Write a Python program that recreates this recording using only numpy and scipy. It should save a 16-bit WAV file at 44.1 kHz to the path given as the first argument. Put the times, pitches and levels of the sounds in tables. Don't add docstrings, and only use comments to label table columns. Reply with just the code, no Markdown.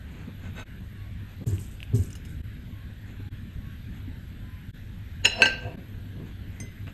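import sys
import numpy as np
from scipy import signal
from scipy.fft import rfft, irfft
from scipy.io import wavfile
from scipy.ndimage import uniform_filter1d

SR = 44100
rng = np.random.default_rng(int(sys.argv[2]) if len(sys.argv) > 2 else 0)


def digitize_waveform(pressure):
    field = np.atleast_2d(pressure).T
    bounded = np.clip(field, -1, 1)
    quanta = np.round(bounded * 32767).astype(np.int16)
    wavfile.write(sys.argv[1], SR, quanta)


N = 305613
TIME = np.arange(N) / SR
RING = np.arange(SR // 2) / SR

# (time [s], glass ring [dB], plate ring [dB], knock [dB], crack [dB],
# counter ring [dB], contact time [s])
CLINKS = [(5.254, -6, -23, -24, -23.5, -30, .0002), (5.2612, -17, -39, -32, -38, -45, .0005),
          (5.4200, -28, -6.5, -21, -24.5, -33, .0001), (5.4251, -38, -19, -30, -33, -45, .0005),
          (5.4398, -40, -22, -28, -64, -45, .001), (5.4565, -13.5, -25, -24, -70, -37, .001)]
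# (frequency [Hz], level [dB], t60 [s], rise [s])
GLASS_MODES = [(2828, 2.5, .042, 0), (2860, -20, .16, 0), (4025, -23, .24, 0), (5291, -6, .06, .007),
               (6748, -28, .14, 0), (4075, -27, .16, 0), (5345, -29, .14, .002), (6590, -33, .16, 0),
               (7030, -20, .025, 0), (8480, -35, .14, 0), (12040, -27, .025, .002), (3170, -22, .04, 0),
               (3960, -26, .05, .002), (5220, -34, .08, .002), (6950, -24, .03, 0), (8350, -37, .16, 0),
               (8560, -24, .02, 0), (11975, -30, .04, .002)]
PLATE_MODES = [(1564, -2.5, .11, .004), (1583, -23.5, .5, .004), (2275, -22, .2, 0), (2565, -20, .36, 0),
               (2649, -8, .26, 0), (2708, -21, .45, 0), (4210, -16, .22, 0), (4390, -20, .17, 0),
               (6000, -27, .16, 0), (3985, -27, .22, 0), (4495, -26, .24, 0), (6045, -31, .13, 0),
               (6335, -35, .28, 0), (6450, -28, .14, 0), (6680, -36, .2, 0), (7990, -33, .12, 0),
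               (919, -33, .1, 0), (1800, -23, .07, 0), (1975, -23, .18, 0), (2460, -14, .05, 0),
               (2660, -1, .035, 0), (2900, -15, .04, 0), (4370, -14, .035, 0), (6370, -31, .16, 0),
               (6510, -29, .16, 0), (7920, -33, .13, 0)]
# (frequency [Hz], level [dB], t60 [s])
COUNTER_MODES = [(228, -9, 0.3), (417, -15, 0.17), (505, -5, 0.15), (667, 0, 0.05), (919, -14, 0.064)]
JAR_MODES = [(2880, -1, 0.043), (5170, -10, 0.094), (6540, -10, 0.1), (7300, -14, 0.14), (9400, -13, 0.096)]
# (frequency [Hz], density [dB])
KNOCK_SPECTRUM = [(150, -18), (240, 7.5), (330, -1), (680, -0.5), (780, -5.5), (910, 5.5), (1030, -13),
                  (1350, -8), (1700, 4.5), (2300, -5.5), (3000, -23), (3550, -28), (4000, -5), (4450, -3),
                  (4750, -45), (9000, -64)]
SCUFF_SPECTRUM = [(60, -31), (150, 17.5), (420, 2), (800, -15), (1200, -14), (3000, -121)]
RUSTLE_SPECTRUM = [(150, -6.5), (500, -2.5), (1500, -7), (2500, -5), (3800, -16), (5000, -27.5),
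                   (9000, -41)]
# (time [s], bump [dB], rebound [dB], scuff [dB])
SHAKES = [(1.462, -19, -19.5, -35), (1.932, -14, -17.5, -35)]


def amp(db):
    return 10 ** (np.asarray(db) / 20)


def unit(x):
    return x / np.sqrt(np.mean(x ** 2) + 1e-20)


def read(points, hz):
    f, value = np.transpose(points)
    return np.interp(np.log(hz + 1), np.log(f + 1), value)


def add(mix, s, sound):
    part = mix[max(round(s * SR), 0):][:len(sound)]
    part += sound[:len(part)]


def colour(x, spectrum):
    gain = amp(read(spectrum, np.fft.rfftfreq(len(x), 1 / SR)))
    return unit(irfft(rfft(x) * gain, len(x)))


def drift(hz):
    lowpass = np.exp(-(np.fft.rfftfreq(N, 1 / SR) / hz) ** 2)
    return unit(irfft(rfft(rng.standard_normal(N)) * lowpass, N))


def patchy(x, depth_db):
    z = signal.stft(x, nperseg=1024)[2]
    field = uniform_filter1d(rng.standard_normal(z.shape), size=7, axis=0)
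    field = unit(uniform_filter1d(field, size=8, axis=1))
    return signal.istft(z * amp(depth_db * field), nperseg=1024)[1][:N]


def stroke(s, rise_s, fall_s):
    return amp(-60 * np.maximum((s - TIME) / rise_s, (TIME - s) / fall_s))


def hump(s, length):
    return np.exp(-(2 * (TIME - s) / length) ** 2)


def blip(hz, swell_s):
    return RING / swell_s * np.exp(1 - RING / swell_s) * np.sin(2 * np.pi * hz * RING)


def burst(t60, spectrum=None):
    noise = rng.standard_normal(len(RING))
    if spectrum is not None:
        noise = colour(noise, spectrum)
    return noise * amp(-60 * RING / t60)


def grains(per_s, spread_db):
    size = amp(spread_db * np.minimum(rng.exponential(1, N), 4))
    return size * rng.choice([-1, 1], N) * (rng.random(N) < per_s / SR)


def friction(spectrum, slips_per_s=2900, spread_db=4):
    return colour(grains(slips_per_s, spread_db), spectrum)


def mode(hz, db, t60, rise_s=0):
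    onset = 1 - np.exp(-RING / (rise_s + 1e-9))
    return amp(db - 60 * RING / t60) * onset * np.sin(2 * np.pi * hz * RING)


def ring(modes):
    return sum(mode(*row) for row in modes)


def rubbed(modes, slips_per_s=900):
    return unit(signal.fftconvolve(grains(slips_per_s, spread_db=3), ring(modes))[:N])


def room_tone(level_db=-40.4):
    # (frequency [Hz], density [dB])
    spectrum = [(20, -6), (42, 3.5), (70, 4.5), (105, 1), (160, -4), (240, -7.5), (380, -22), (750, -32),
                (1200, -33.5), (1600, -23), (2150, -28.5), (3700, -32), (5300, -47), (8500, -45),
                (10300, -60.5), (11900, -31), (12150, -48), (12400, -62), (13000, -77)]
    return amp(level_db) * patchy(colour(rng.standard_normal(N), spectrum), depth_db=2)


def appliance_hum(hz=98.5, level_db=-46, wander_hz=2.512, waver=0.59):
    turns = np.cumsum(hz + wander_hz * drift(hz=6.25)) / SR
    gain = amp(level_db) * np.sqrt(2) * (1 + waver * drift(hz=11))
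    return gain * np.sin(2 * np.pi * turns)


def faint_tones(level_db=-62, wander_hz=14):
    # (start [s], length [s], pitch [Hz])
    tones = [(0.918, 0.21, 1108), (2.684, 0.2, 1085), (3.201, 0.13, 820), (3.567, 0.22, 1110),
             (4.095, 0.1, 900), (4.385, 0.27, 1017)]
    out = np.zeros(N)
    wobble = wander_hz * drift(hz=60)
    for s, length, hz in tones:
        t = np.arange(0, length, 1 / SR)
        turns = np.cumsum(hz + np.interp(s + t, TIME, wobble)) / SR
        add(out, s, amp(level_db) * np.sin(np.pi * t / length) * np.sin(2 * np.pi * turns))
    return out


def kitchen_reverb(x, delay_s=0.0036, echoes_per_s=4000):
    # (frequency [Hz], t60 [s])
    decay = [(150, 0.63), (700, 0.53), (2500, 0.52), (5000, 0.43), (8000, 0.17), (12000, 0.22)]
    echoes = rng.standard_normal(SR) * (rng.random(SR) < echoes_per_s / SR)
    echoes *= np.arange(SR) / SR > delay_s
    hz, t, z = signal.stft(echoes, SR, nperseg=256)
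    tail = signal.istft(z * amp(-60 * t / read(decay, hz)[:, None]), SR, nperseg=256)[1]
    return signal.fftconvolve(x, tail / np.linalg.norm(tail))[:N]


def soft_thud():
    # (time [s], level [dB], pitch [Hz])
    thuds = [(4.077, -34, 250)]
    out = np.zeros(N)
    for s, db, hz in thuds:
        add(out, s, amp(db) * blip(hz, swell_s=0.0052))
    return out


def dish_nudges():
    # (peak time [s], length [s], level [dB])
    nudges = [(0.284, 0.025, -37), (1.425, 0.032, -37.5), (3.203, 0.017, -40.5), (5.76, 0.097, -39),
              (6.207, 0.14, -41), (6.633, 0.073, -43.5)]
    return sum(amp(db) * hump(s, length) for s, length, db in nudges) * friction(SCUFF_SPECTRUM)


def rustles(scuff_db=4.5, fizz_db=-17, faint_fizz_db=-72.5, faint_rustle_db=-58):
    # (peak time [s], length [s], level [dB])
    touches = [(0.19, 0.23, -54.5), (0.448, 0.086, -52), (0.582, 0.1, -52.5), (5.67, 0.22, -63),
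               (6.284, 0.082, -56.5), (6.897, 0.031, -53)]
    faint_times = [1.317, 3.098, 3.967, 5.632, 6.567]
    # (frequency [Hz], density [dB])
    fizz_spectrum = [(2000, -30), (5000, -17), (6400, 23), (7600, 19), (9000, -2), (12000, -40)]
    scuff, rustle, fizz = map(friction, (SCUFF_SPECTRUM, RUSTLE_SPECTRUM, fizz_spectrum))
    handling = sum(amp(db) * hump(s, length) for s, length, db in touches)
    faint = sum(hump(s, length=0.086) for s in faint_times)
    food = handling * (rustle + amp(scuff_db) * scuff + amp(fizz_db) * fizz)
    return food + faint * (amp(faint_fizz_db) * fizz + amp(faint_rustle_db) * rustle)


def tongs(grit_db=-6):
    # (peak time [s], length [s], level [dB])
    drags = [(.468, .06, -53), (.572, .025, -48), (.597, .03, -41), (.62, .026, -47)]
    # (frequency [Hz], level [dB], t60 [s])
    scrape_modes = [(690, -2, .03), (1000, -5, .02), (1330, 0, .03), (1520, 4, .06), (1830, -1, .02),
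                    (2150, 3, .03), (2560, 3, .05), (3000, -3, .02), (3350, -5, .025), (3760, -3, .05),
                    (6350, -6, .06), (7500, -12, .06)]
    grit = friction(RUSTLE_SPECTRUM, slips_per_s=2500, spread_db=3)
    pressure = sum(amp(db) * hump(s, length) for s, length, db in drags)
    return pressure * (rubbed(scrape_modes, slips_per_s=4100) + amp(grit_db) * grit)


def hand_bumps(counter_hz=108.1, shake_hz=112.1, rebound_hz=93.3, rebound_s=0.055, rise_s=0.018):
    # (time [s], level [dB])
    bumps = [(5.646, -28), (6.603, -35)]
    # (time [s], level [dB], pitch [Hz], overtones [dB])
    pushes = [(s, db, counter_hz, -16.5) for s, db in bumps]
    for s, db, rebound_db, _ in SHAKES:
        pushes.append((s, db, shake_hz, -16.5))
        pushes.append((s + rebound_s, rebound_db, rebound_hz, -23))
    low, high = np.zeros(N), np.zeros(N)
    swell = (RING / rise_s * np.exp(1 - RING / rise_s)) ** 2
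    for s, db, hz, overtone_db in pushes:
        phase = 2 * np.pi * hz * RING
        overtones = np.sin(2.223 * phase) + amp(-3) * np.sin(3.56 * phase)
        add(low, s, amp(db) * swell * np.sin(phase))
        add(high, s, amp(db + overtone_db) * np.sqrt(swell) * overtones)
    flutter = unit(1 + 0.98 * drift(hz=43))
    return low + high * flutter


def jar_ticks(snap_t60=0.078, tap_snap_db=-26.5, stray_snap_db=-3):
    # (time [s], level [dB])
    taps = [(1.582, -36), (1.804, -32.5), (1.8294, -25)]
    # (time [s], blip [dB], ring [dB], blip pitch [Hz])
    strays = [(2.104, -46, -47.5, 8300), (2.129, -37, -56, 7300), (2.131, -38, -65, 5830),
              (2.153, -54, -43.5, 5430), (2.251, -58, -49, 5270)]
    out, jar = np.zeros(N), ring(JAR_MODES)
    for s, db in taps:
        add(out, s, amp(db) * (blip(hz=2690, swell_s=0.00035) + amp(tap_snap_db) * burst(snap_t60)))
    for s, db, ring_db, hz in strays:
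        ringing = jar + amp(stray_snap_db) * burst(snap_t60)
        add(out, s, amp(db) * blip(hz, swell_s=0.00048) + amp(ring_db) * ringing)
    return out


def sesame(rise_s=0.01, hold_s=0.031, fade_db_per_s=261, jar_db=-12):
    # (time [s], level [dB])
    surges = [(1.46, -48.5), (1.526, -57.5), (1.586, -53.5), (1.631, -63), (1.704, -63), (1.941, -46),
              (2.016, -53), (2.278, -61)]
    # (frequency [Hz], density [dB])
    spectrum = [(800, 3), (3000, -11), (5200, -9), (7000, -1), (8300, 4), (10000, -17), (11900, 2),
                (12600, -28)]
    seeds, flow = np.zeros(N), np.zeros(N)
    for hz in np.linspace(3000, 12000, 19):
        impacts = signal.oaconvolve(grains(per_s=170, spread_db=2.5), blip(hz, swell_s=0.0003)[:256])
        seeds += impacts[:N] * amp(-drift(hz=50))
    fade_db = fade_db_per_s * np.maximum(RING - hold_s, 0)
    for s, db in surges:
        add(flow, s, np.minimum(RING / rise_s, 1) * amp(db - fade_db))
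    grip = sum(amp(db) * stroke(s + 0.0057, rise_s=0.078, fall_s=0.63) for s, _, _, db in SHAKES)
    jar = colour(rubbed(JAR_MODES, slips_per_s=550), spectrum)
    rattle = colour(seeds, spectrum) + amp(jar_db) * jar
    return flow * rattle + grip * friction(SCUFF_SPECTRUM, slips_per_s=3000, spread_db=0)


def spoon(snap_db=-3, snap_t60=0.0056, knock_db=-9, knock_t60=0.021, dig_t60=0.039):
    # (time [s], level [dB])
    taps = [(6.602, -34.5)]
    digs = [(6.870, -44), (6.878, -40)]
    # (frequency [Hz], level [dB], t60 [s])
    tumbler_modes = [(2042, -9.5, .42), (5071, -18, .22), (6277, -3, .11), (8296, -12, .13),
                     (8963, -12, .08)]
    out = np.zeros(N)
    for s, db in taps:
        knock = amp(knock_db) * burst(knock_t60, RUSTLE_SPECTRUM)
        add(out, s, amp(db) * (ring(tumbler_modes) + amp(snap_db) * burst(snap_t60) + knock))
    for s, db in digs:
        add(out, s, amp(db) * burst(dig_t60, RUSTLE_SPECTRUM))
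    return out


def glass_slide(glass_db=-5, plate_db=-10, grit_db=-6):
    # (peak time [s], rise [s], fall [s], rub [dB], judder [dB])
    skids = [(5.2547, 0.03, 0.013, -13.5, -36), (5.305, 0.2, 0.34, -52, -48),
             (5.413, 0.24, 0.27, -32.5, -30), (5.683, 0.26, 0.23, -69, -37.5)]
    # (frequency [Hz], density [dB])
    judder_spectrum = [(60, -28), (230, -7), (450, 0.5), (620, 2.5), (1000, 2), (2500, -6)]
    glass_spectrum = [(2800, 6.5), (4000, 4), (8500, 8), (10000, -28)]
    glass = colour(rubbed(GLASS_MODES), glass_spectrum)
    grit = friction(KNOCK_SPECTRUM, slips_per_s=1440, spread_db=0)
    rub = amp(glass_db) * glass + amp(plate_db) * rubbed(PLATE_MODES) + amp(grit_db) * grit
    judder = colour(rubbed(COUNTER_MODES), judder_spectrum)
    return sum(stroke(s, rise, fall) * (amp(rub_db) * rub + amp(judder_db) * judder)
               for s, rise, fall, rub_db, judder_db in skids)


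def glass_squeals(roughness=0.63):
    # (peak time [s], length [s], pitch [Hz], level [dB])
    squeals = [(5.251, .014, 4025, -24), (5.251, .013, 6748, -23), (5.36, .11, 5270, -45),
               (5.395, .06, 2845, -44)]
    out, since_clink = np.zeros(N), TIME - CLINKS[0][0]
    for s, length, hz, db in squeals:
        gain = amp(db) * hump(s, length) * (1 + roughness * drift(hz=90))
        out += gain * np.sin(2 * np.pi * hz * since_clink)
    return out


def glass_clinks(knock_rise_s=0.00055, knock_t60=0.1, crack_t60=0.014):
    # (frequency [Hz], density [dB])
    crack_spectrum = [(1000, -3), (4000, 16), (8500, 2), (10000, -40), (11500, -19), (13000, -18)]
    out = np.zeros(N)
    glass, plate, counter = ring(GLASS_MODES), ring(PLATE_MODES), ring(COUNTER_MODES)
    for s, glass_db, plate_db, knock_db, crack_db, counter_db, contact_s in CLINKS:
        knock = amp(knock_db) * burst(knock_t60, KNOCK_SPECTRUM) * np.minimum(RING / knock_rise_s, 1)
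        crack = amp(crack_db) * burst(crack_t60, crack_spectrum)
        ringing = amp(glass_db) * glass + amp(plate_db) * plate + amp(counter_db) * counter
        add(out, s, ringing * np.minimum(RING / contact_s, 1) + knock + crack)
    return out


def scene(hard_room_db=-13, soft_room_db=-16):
    hard = glass_clinks() + glass_squeals() + glass_slide() + spoon()
    soft = hand_bumps() + sesame() + rustles() + dish_nudges() + tongs() + jar_ticks() + soft_thud()
    reverb = kitchen_reverb(amp(hard_room_db) * hard + amp(soft_room_db) * soft)
    return (hard + soft + reverb + room_tone() + appliance_hum() + faint_tones())[None]


def record(dry, ceiling=0.75, cutoff_hz=13100):
    # (deepest time [s], depth [dB], base width [s])
    dips = [(0.646, -19, 0.0093), (1.449, -31, 0.0064), (2.422, -16.5, 0.0075), (3.297, -28, 0.0078),
            (4.719, -33, .009), (5.762, -18, 0.0058)]
    dip_db = np.zeros(N)
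    for s, db, width in dips:
        stretch = np.where(TIME < s, 0.6, 1.6)
        dip_db += db * np.exp(-((TIME - s) / (width * stretch)) ** 2)
    rounded = dry / (1 + (dry / ceiling) ** 8) ** (1 / 8)
    lowpass = signal.firwin(401, cutoff_hz, window=("kaiser", 9), fs=SR)
    return signal.oaconvolve(rounded * amp(dip_db), lowpass[None], "same")


dry = scene()
out = record(dry)
digitize_waveform(out)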